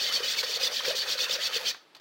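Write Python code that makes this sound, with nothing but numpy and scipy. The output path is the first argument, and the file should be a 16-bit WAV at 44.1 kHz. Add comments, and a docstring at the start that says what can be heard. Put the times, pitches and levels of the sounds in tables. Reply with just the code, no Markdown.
"""A wooden stick stirs thick sealant in a metal can in nineteen quick strokes, then stops.
Random grit and tiny squeaks, passed through the can's resonances, make its rasp, loudest mid-stroke;
now and then the tip catches with a gliding chirp. Random pops churn the sealant, with rising tones
as glugs and short noise bursts as wet smacks. Damped knocks tick on the can, mostly at the end.
A faint scatter of echoes and a quiet outdoor hush of coloured noise lie behind."""
import sys
import numpy as np
from scipy import signal
from scipy.fft import rfft, irfft, next_fast_len
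from scipy.io import wavfile

SR = 44100
rng = np.random.default_rng(int(sys.argv[2]) if len(sys.argv) > 2 else 0)


def wav_record(signal):
    """Record a signal, one row per channel, as 16-bit PCM in the file named by sys.argv[1]."""
    frames = np.transpose(np.atleast_2d(signal))
    bounded = np.clip(frames, -1, 1)
    # unit amplitude maps onto the largest positive 16-bit level
    quanta = np.round(bounded * 32767).astype(np.int16)
    wavfile.write(sys.argv[1], SR, quanta)


N = 88552
T = np.arange(N) / SR   # time in seconds
PADDED = next_fast_len(N, True)
BINS = np.arange(PADDED // 2 + 1) * SR / PADDED   # frequencies of a spectrum in Hz

# The strokes of the stick. Each row: start in seconds, fastest moment in seconds, end in seconds,
# level in dB, brightness in dB per octave.
STROKES = [(-.03, 0.042, 0.12, -29, -0.5), (0.112, 0.153, 0.19, -27.5, 0.5),
           (0.184, 0.204, 0.21, -35, -5.5), (0.214, 0.301, 0.36, -28.5, 0), (.358, 0.404, 0.42, -27.5, 2),
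           (0.432, 0.436, 0.46, -31, -2), (0.455, 0.508, 0.58, -32.5, 0.5), (0.539, 0.568, 0.58, -33.5, -1),
           (0.594, 0.654, 0.69, -27.5, 1), (0.706, 0.756, 0.823, -31, -0.5),
           (0.834, 0.838, 0.86, -35, -5.5), (0.845, 0.872, 0.94, -28.5, -1.5),
           (0.949, 0.964, 1.051, -29.5, 1.5), (1.062, 1.121, 1.154, -28, -1),
           (1.173, 1.227, 1.264, -27.5, 0), (1.28, 1.34, 1.372, -28, -0.5), (1.396, 1.468, 1.488, -29, -1),
           (1.519, 1.563, 1.584, -27.5, -2), (1.646, 1.691, 1.721, -27, 0.5)]
SPEED_POWER = 0.6   # how loudness grows with speed


def stirring():
    """Tip speed (0-1), scrape strength and brightness: each stroke speeds up and slows down again."""
    speed, strength, bright = np.zeros((3, N))
    for start, fastest, end, db, tilt in STROKES:
        progress = np.interp(T, [start, fastest, end], [0, .5, 1])
        arc = np.maximum(np.sin(np.pi * progress), 0)
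        speed = np.maximum(speed, arc)
        strength = strength + from_db(db) * arc ** SPEED_POWER
        bright = bright + tilt * arc
    return speed, strength, bright


STOP_S, STOP_FADE_S = 1.696, 0.042   # the fade falls to about a third in this time


def moving():
    """1 while the stick moves, dying away when it stops."""
    return np.exp(-np.maximum(T - STOP_S, 0) / STOP_FADE_S)


# The colour of the scrape. Each row: frequency in Hz, strength in dB per Hz.
SCRAPE_COLOUR = [(700, -26), (1100, -27.5), (1700, -10.5), (2400, -11.5), (3500, -1.5), (4500, -4),
                 (6000, -5), (7200, -13), (10000, -25), (13000, -22), (15500, -13.5)]
# The low rumble as the can rocks. Each row: frequency in Hz, strength in dB per Hz.
RUMBLE_COLOUR = [(25, -4), (70, -14), (110, -4.5), (190, 4.5), (260, 3), (400, -16.5)]
GRITS_PER_S, GRIT_SPREAD_DB = 6000, 1
RASP_DB, SQUEAK_DB, RUMBLE_DB = -9, -3.5, -31.5   # rasp and squeaks beside the grit, rumble beside the scrape
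PATCHY_DB = 0.4
SPEED_TILT_DB = 1.5   # added dB per octave from rest to full speed
DRAG_DB = -39.5   # the tip keeps dragging between strokes
JUDDER_DB, JUDDER_PER_S = 0.55, 57   # uneven pressure on the tip


def scrape():
    """Dense tiny slips of wood on metal and tiny squeaks ring the can, which rumbles under each stroke."""
    speed, strength, bright = stirring()
    grit = colour(grains(GRITS_PER_S, GRIT_SPREAD_DB), SCRAPE_COLOUR)
    grit = grit + from_db(RASP_DB) * rasp(speed) + from_db(SQUEAK_DB) * squeaks(speed)
    tilt_db = bright + SPEED_TILT_DB * (speed - 1.5)
    grit = patchy(can_ring(grit), PATCHY_DB, rate=35, tilt_db=tilt_db)
    rumble = from_db(RUMBLE_DB) * colour(rng.standard_normal(N), RUMBLE_COLOUR)
    loudness = np.hypot(strength, from_db(DRAG_DB) * moving())
    judder = from_db(JUDDER_DB * drift(JUDDER_PER_S))
    return (grit + rumble) * loudness * judder


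RASP_SLOW_HZ, RASP_FAST_HZ, RASP_WIDTH_HZ = 1510, 5400, 3300   # the grain passes faster with speed


def rasp(speed, size=64):
    """Grit through a broad resonance that climbs with the speed of the tip."""
    grit = grains(GRITS_PER_S, GRIT_SPREAD_DB)
    out, state = np.zeros(N), np.zeros(2)
    # Move the resonance in short blocks; the state carries its ringing across.
    for i in range(0, N, size):
        hz = RASP_SLOW_HZ + (RASP_FAST_HZ - RASP_SLOW_HZ) * speed[i] ** 2
        b, a = resonance(hz, RASP_WIDTH_HZ)
        out[i:i + size], state = signal.lfilter(b, a, grit[i:i + size], zi=state)
    middle = signal.butter(2, [1200, 6000], "band", fs=SR, output="sos")
    return rms_one(signal.sosfilt(middle, out))


# The filter that colours the squeaks. Each row: frequency in Hz, gain in dB.
SQUEAK_COLOUR = [(1000, -4), (2000, -5), (4000, 0), (6300, 0.5), (7500, -8), (12000, -20)]
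SQUEAKS_PER_S, SQUEAK_S = 380, .009   # how many, and their typical length
SQUEAK_SLOW_HZ, SQUEAK_FAST_HZ = 2003, 4388
SQUEAK_SPREAD_OCT, SQUEAK_GLIDE_OCT_PER_S = .5, 4.6   # random spreads of pitch and glide


def squeaks(speed):
    """A swarm of tiny gliding squeaks of the wet tip, higher the faster it goes."""
    out = np.zeros(N)
    chances = rng.standard_normal((int(SQUEAKS_PER_S * N / SR), 5))
    for k, (late, pitch, glide, size, length) in enumerate(chances):
        s = (k + late) / SQUEAKS_PER_S
        speed_now = speed[np.clip(int(s * SR), 0, N - 1)]
        hz = SQUEAK_SLOW_HZ + (SQUEAK_FAST_HZ - SQUEAK_SLOW_HZ) * speed_now
        hz = hz * 2 ** (SQUEAK_SPREAD_OCT * pitch)
        squeak_s = SQUEAK_S * 2 ** (length / 2)
        add_chirp(out, s, squeak_s, hz, from_db(2 * size), SQUEAK_GLIDE_OCT_PER_S * glide)
    return colour(out, SQUEAK_COLOUR)


# The ring of the can. 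Each row: frequency in Hz, width in Hz, typical lift in dB (below 0 is a dip).
CAN_MODES = [(897, 28, 7), (1270, 20, 9), (1860, 54, 6), (2512, 66, 6), (2928, 40, 2.5), (3063, 73, 4.5),
             (3498, 140, 4.5), (3700, 53, 0.5), (4423, 210, 5.5), (4575, 107, 7.5), (5070, 14, 5),
             (5530, 46, 0.5), (7420, 210, -16), (7570, 60, 7.5), (8790, 230, 5.5)]
RING_WANDER_DB, RING_WANDER_PER_S = 0.9, 9


def can_ring(x):
    """The modes of the can, each answering more or less as it wavers at random."""
    out = x
    for hz, width_hz, db in CAN_MODES:
        wander = from_db(RING_WANDER_DB * drift(RING_WANDER_PER_S))
        ring = signal.lfilter(*resonance(hz, width_hz), x)
        out = out + (from_db(db) - 1) * wander * ring
    return rms_one(out)


# The tip catches and chirps. Each row: middle in seconds, length in seconds, pitch in Hz, level in dB.
CATCHES = [(0.086, 0.045, 2100, -37), (0.095, 0.048, 3050, -33), (0.16, 0.024, 4450, -23.5),
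           (.168, 0.013, 3150, -30), (0.239, 0.019, 3000, -29), (.388, 0.0091, 2250, -27),
           (0.638, 0.016, 4960, -22.5), (0.675, 0.0088, 3520, -21.5), (.769, 0.0065, 4520, -23.5),
           (0.798, 0.0062, 3150, -25.5), (1.011, 0.024, 4560, -28), (1.129, 0.0081, 4500, -27),
           (1.207, 0.0067, 3500, -20.5), (1.263, 0.0086, 2700, -29.5), (1.312, 0.0068, 3600, -23),
           (1.674, 0.037, 3150, -28), (1.709, .012, 2400, -36)]
CATCH_GLIDE_OCT_PER_S = -1.5


def catches():
    """Brief stick-slip chirps that sag in pitch."""
    out = np.zeros(N)
    for s, length, hz, db in CATCHES:
        add_chirp(out, s, length, hz, from_db(db), CATCH_GLIDE_OCT_PER_S)
    return out


def add_chirp(out, s, length, hz, gain, glide):
    """Add one bell-shaped chirp that glides by octaves per second."""
    first = max(int((s - 2 * length) * SR), 0)
    last = max(int((s + 2 * length) * SR), 0)
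    near = slice(first, last)
    age = T[near] - s
    bell = np.exp(-(2 * age / length) ** 2)
    out[near] += gain * bell * np.sin(2 * np.pi * hz * age * 2 ** (glide * age / 2))


# The colour of the churning pops. Each row: frequency in Hz, strength in dB per Hz.
CHURN_COLOUR = [(30, -30), (120, -64), (185, -7), (270, -23), (400, -4), (600, -2.5), (780, -4.5),
                (1000, -1.5), (1700, 2.5), (3000, -17)]
# How hard the sealant is churned. Each row: time in seconds, level in dB.
CHURNING = [(0, -46.5), (.15, -40), (.26, -45.5), (.38, -44), (.45, -44.5), (.54, -47), (.64, -42),
            (.73, -42.5), (.77, -49.5), (.88, -37.5), (.97, -45.5), (1.08, -42.5), (1.2, -44.5),
            (1.39, -42.5), (1.46, -45), (1.58, -43), (1.69, -44.5), (1.79, -54)]
HOLLOW_HZ, HOLLOW_WIDTH_HZ, HOLLOW_DB = 505.6, 63, 15   # air in the can
POPS_PER_S, POP_SPREAD_DB, CHURN_PATCHY_DB = 2500, 3, 2.7


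def churning():
    """Random pops of the sealant resonate in the hollow of the can."""
    pops = colour(grains(POPS_PER_S, POP_SPREAD_DB), CHURN_COLOUR)
    churn = lift(pops, [(HOLLOW_HZ, HOLLOW_WIDTH_HZ, HOLLOW_DB)])
    churn = rms_one(patchy(churn, CHURN_PATCHY_DB, rate=24))
    return from_db(np.interp(T, *np.transpose(CHURNING))) * churn * moving()


# Air pockets glug in the sealant. Each row: start in seconds, starting pitch in Hz, level in dB.
GLUGS = [(0.201, 467, -29), (0.223, 448, -36.5), (.432, 507, -32), (.607, 533, -36), (.629, 506, -30.5),
         (.877, 483, -22), (.894, 540, -27), (.904, 613, -25.5), (.928, 534, -33), (0.945, 507, -31),
         (1.076, 492, -37), (1.152, 517, -35.5), (1.252, 532, -49), (1.294, 513, -31), (1.356, 496, -32.5),
         (1.382, 592, -35), (1.559, 465, -29), (1.625, 504, -46)]
GLUG_ATTACK_S, GLUG_T60_S = .006, .04   # swell time, then time to fall by 60 dB
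GLUG_RISE_PER_S = 1.5   # share of the starting pitch gained per second


def glugs():
    """Each air pocket is a short tone that swells, dies away and rises in pitch."""
    out = np.zeros(N)
    for s, hz, db in GLUGS:
        age = np.maximum(T - s, 0)
        swell = np.sin(np.pi / 2 * np.minimum(age / GLUG_ATTACK_S, 1)) ** 2
        fall = from_db(-60 * np.maximum(age - GLUG_ATTACK_S, 0) / GLUG_T60_S)
        tone = np.sin(2 * np.pi * hz * age * (1 + GLUG_RISE_PER_S * age / 2))
        out += from_db(db) * swell * fall * tone
    return out


# The sealant parts with a wet smack. Each row: start in seconds, pitch in Hz, peak level in dB.
SMACKS = [(.4315, 1520, -24.5), (.804, 1320, -26.5), (0.909, 1440, -29), (1.746, 1250, -32.5)]
SMACK_WIDTH_HZ, SMACK_T60_S = 920, 0.032


def smacks():
    """Each smack is a short noise burst passed twice through a broad resonance."""
    out = np.zeros(N)
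    for s, hz, db in SMACKS:
        b, a = resonance(hz, SMACK_WIDTH_HZ)
        burst = rng.standard_normal(N) * decay(s, SMACK_T60_S)
        smack = signal.lfilter(b, a, signal.lfilter(b, a, burst))
        out += from_db(db) * smack / np.max(abs(smack))
    return out


# Light ticks of stick on can. Each row: start in seconds, level in dB.
TICKS = [(0.4297, -30), (1.767, -50), (1.949, -42.5), (1.9655, -49.5), (1.999, -50)]
# The colour of a tick before the can rings. Each row: frequency in Hz, strength in dB per Hz.
TICK_COLOUR = [(60, -31), (200, -15), (700, -1), (1500, 0.5), (2400, -5), (4200, 1.5), (7000, -14),
               (11000, -25.5), (15000, -18)]
TICK_T60_S = 0.063


def ticks():
    """Short, damped knocks on the wall of the can."""
    knock = rms_one(lift(colour(rng.standard_normal(N), TICK_COLOUR), CAN_MODES))
    return knock * sum(from_db(db) * decay(s, TICK_T60_S) for s, db in TICKS)


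ECHO_DB, ECHO_T60_S, ECHO_TOP_HZ = -18.5, 0.25, 6000


def echoes(x):
    """A faint, dull scatter from things nearby, made with a fading noise tail."""
    noise = rng.standard_normal(N) * decay(.006, ECHO_T60_S)
    tail = signal.sosfilt(signal.butter(2, ECHO_TOP_HZ, fs=SR, output="sos"), noise)
    tail = tail / np.sqrt(np.sum(tail ** 2))
    return from_db(ECHO_DB) * signal.fftconvolve(x, tail)[:N]


# The colour of the outdoor hush. Each row: frequency in Hz, strength in dB per Hz.
HUSH_COLOUR = [(30, -45), (70, -34), (110, -36), (150, -8.5), (210, -19), (290, -3), (410, -7), (1400, -11),
               (2200, -13.5), (4500, -14.5), (6500, -28), (15000, -37)]
HUSH_DB = -61.5


def hush():
    """Quiet, steady coloured noise for the outdoors."""
    return from_db(HUSH_DB) * colour(rng.standard_normal(N), HUSH_COLOUR)


def from_db(db):
    """Decibels to gain."""
    return 10 ** (np.asarray(db) / 20)


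def rms_one(x):
    """Scale to rms 1."""
    return x / np.sqrt(np.mean(x ** 2) + 1e-20)


def at_hz(points, hz):
    """Read a spectrum on a log-frequency axis."""
    f, db = np.transpose(points)
    return np.interp(np.log(hz + 1), np.log(f), db)


def colour(x, points):
    """Filter a signal by a spectrum; rms 1."""
    return rms_one(irfft(rfft(x, PADDED) * from_db(at_hz(points, BINS)), PADDED)[:N])


def drift(rate):
    """Slow chance with spread 1, made at one fortieth of the sample rate."""
    r = np.exp(-80 * np.pi * rate / SR)
    noise = rng.standard_normal(N // 40 + 2002)
    slow = signal.lfilter([1], [1, -2 * r, r * r], noise)[2000:]   # skip the filter's start
    return np.interp(np.arange(N) / 40, np.arange(len(slow)), rms_one(slow))


def resonance(hz, width_hz):
    """Filter coefficients of a resonance with gain 1 on top."""
    r = np.exp(-np.pi * width_hz / SR)
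    b = np.array([1, 0, -1]) * (1 - r * r) / 2
    return b, [1, -2 * r * np.cos(2 * np.pi * hz / SR), r * r]


def lift(x, modes):
    """Raise or lower a signal around each mode in turn."""
    for hz, width_hz, db in modes:
        x = x + (from_db(db) - 1) * signal.lfilter(*resonance(hz, width_hz), x)
    return x


def grains(per_s, spread_db):
    """Random clicks of uneven size; rms 1."""
    sizes = from_db(spread_db * np.minimum(rng.exponential(1, N), 4))
    sizes = sizes * rng.choice([-1, 1], N)
    return rms_one(sizes * (rng.random(N) < per_s / SR))


def decay(s, t60):
    """Sudden start, then a steady fall of 60 dB in t60 seconds."""
    return (T >= s) * from_db(-60 * np.maximum(T - s, 0) / t60)


def patchy(x, depth_db, rate, tilt_db=0):
    """Let each half-octave waver on its own, and tilt the middle range by dB per octave."""
    octave = np.log2(np.maximum(BINS, 1) / 4000)   # octaves above 4000 Hz
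    spectrum, out = rfft(x, PADDED), 0
    for centre in np.arange(-7, 2.6, .5):
        share = np.maximum(1 - 2 * abs(octave - centre), 0)
        band = irfft(spectrum * share, PADDED)[:N]
        out = out + band * from_db(depth_db * drift(rate) + tilt_db * np.clip(centre, -2, .7))
    return out


def scene():
    """The can close up, its echoes and the outdoor hush."""
    sealant = churning() + glugs() + smacks()
    can = scrape() + catches() + sealant + ticks()
    return (can + echoes(can) + hush())[None]


CUTOFF_HZ = 15850


def record(dry):
    """The top is cut steeply."""
    return signal.sosfilt(signal.ellip(12, .1, 80, CUTOFF_HZ, fs=SR, output="sos"), dry)


dry = scene()
out = record(dry)
wav_record(out)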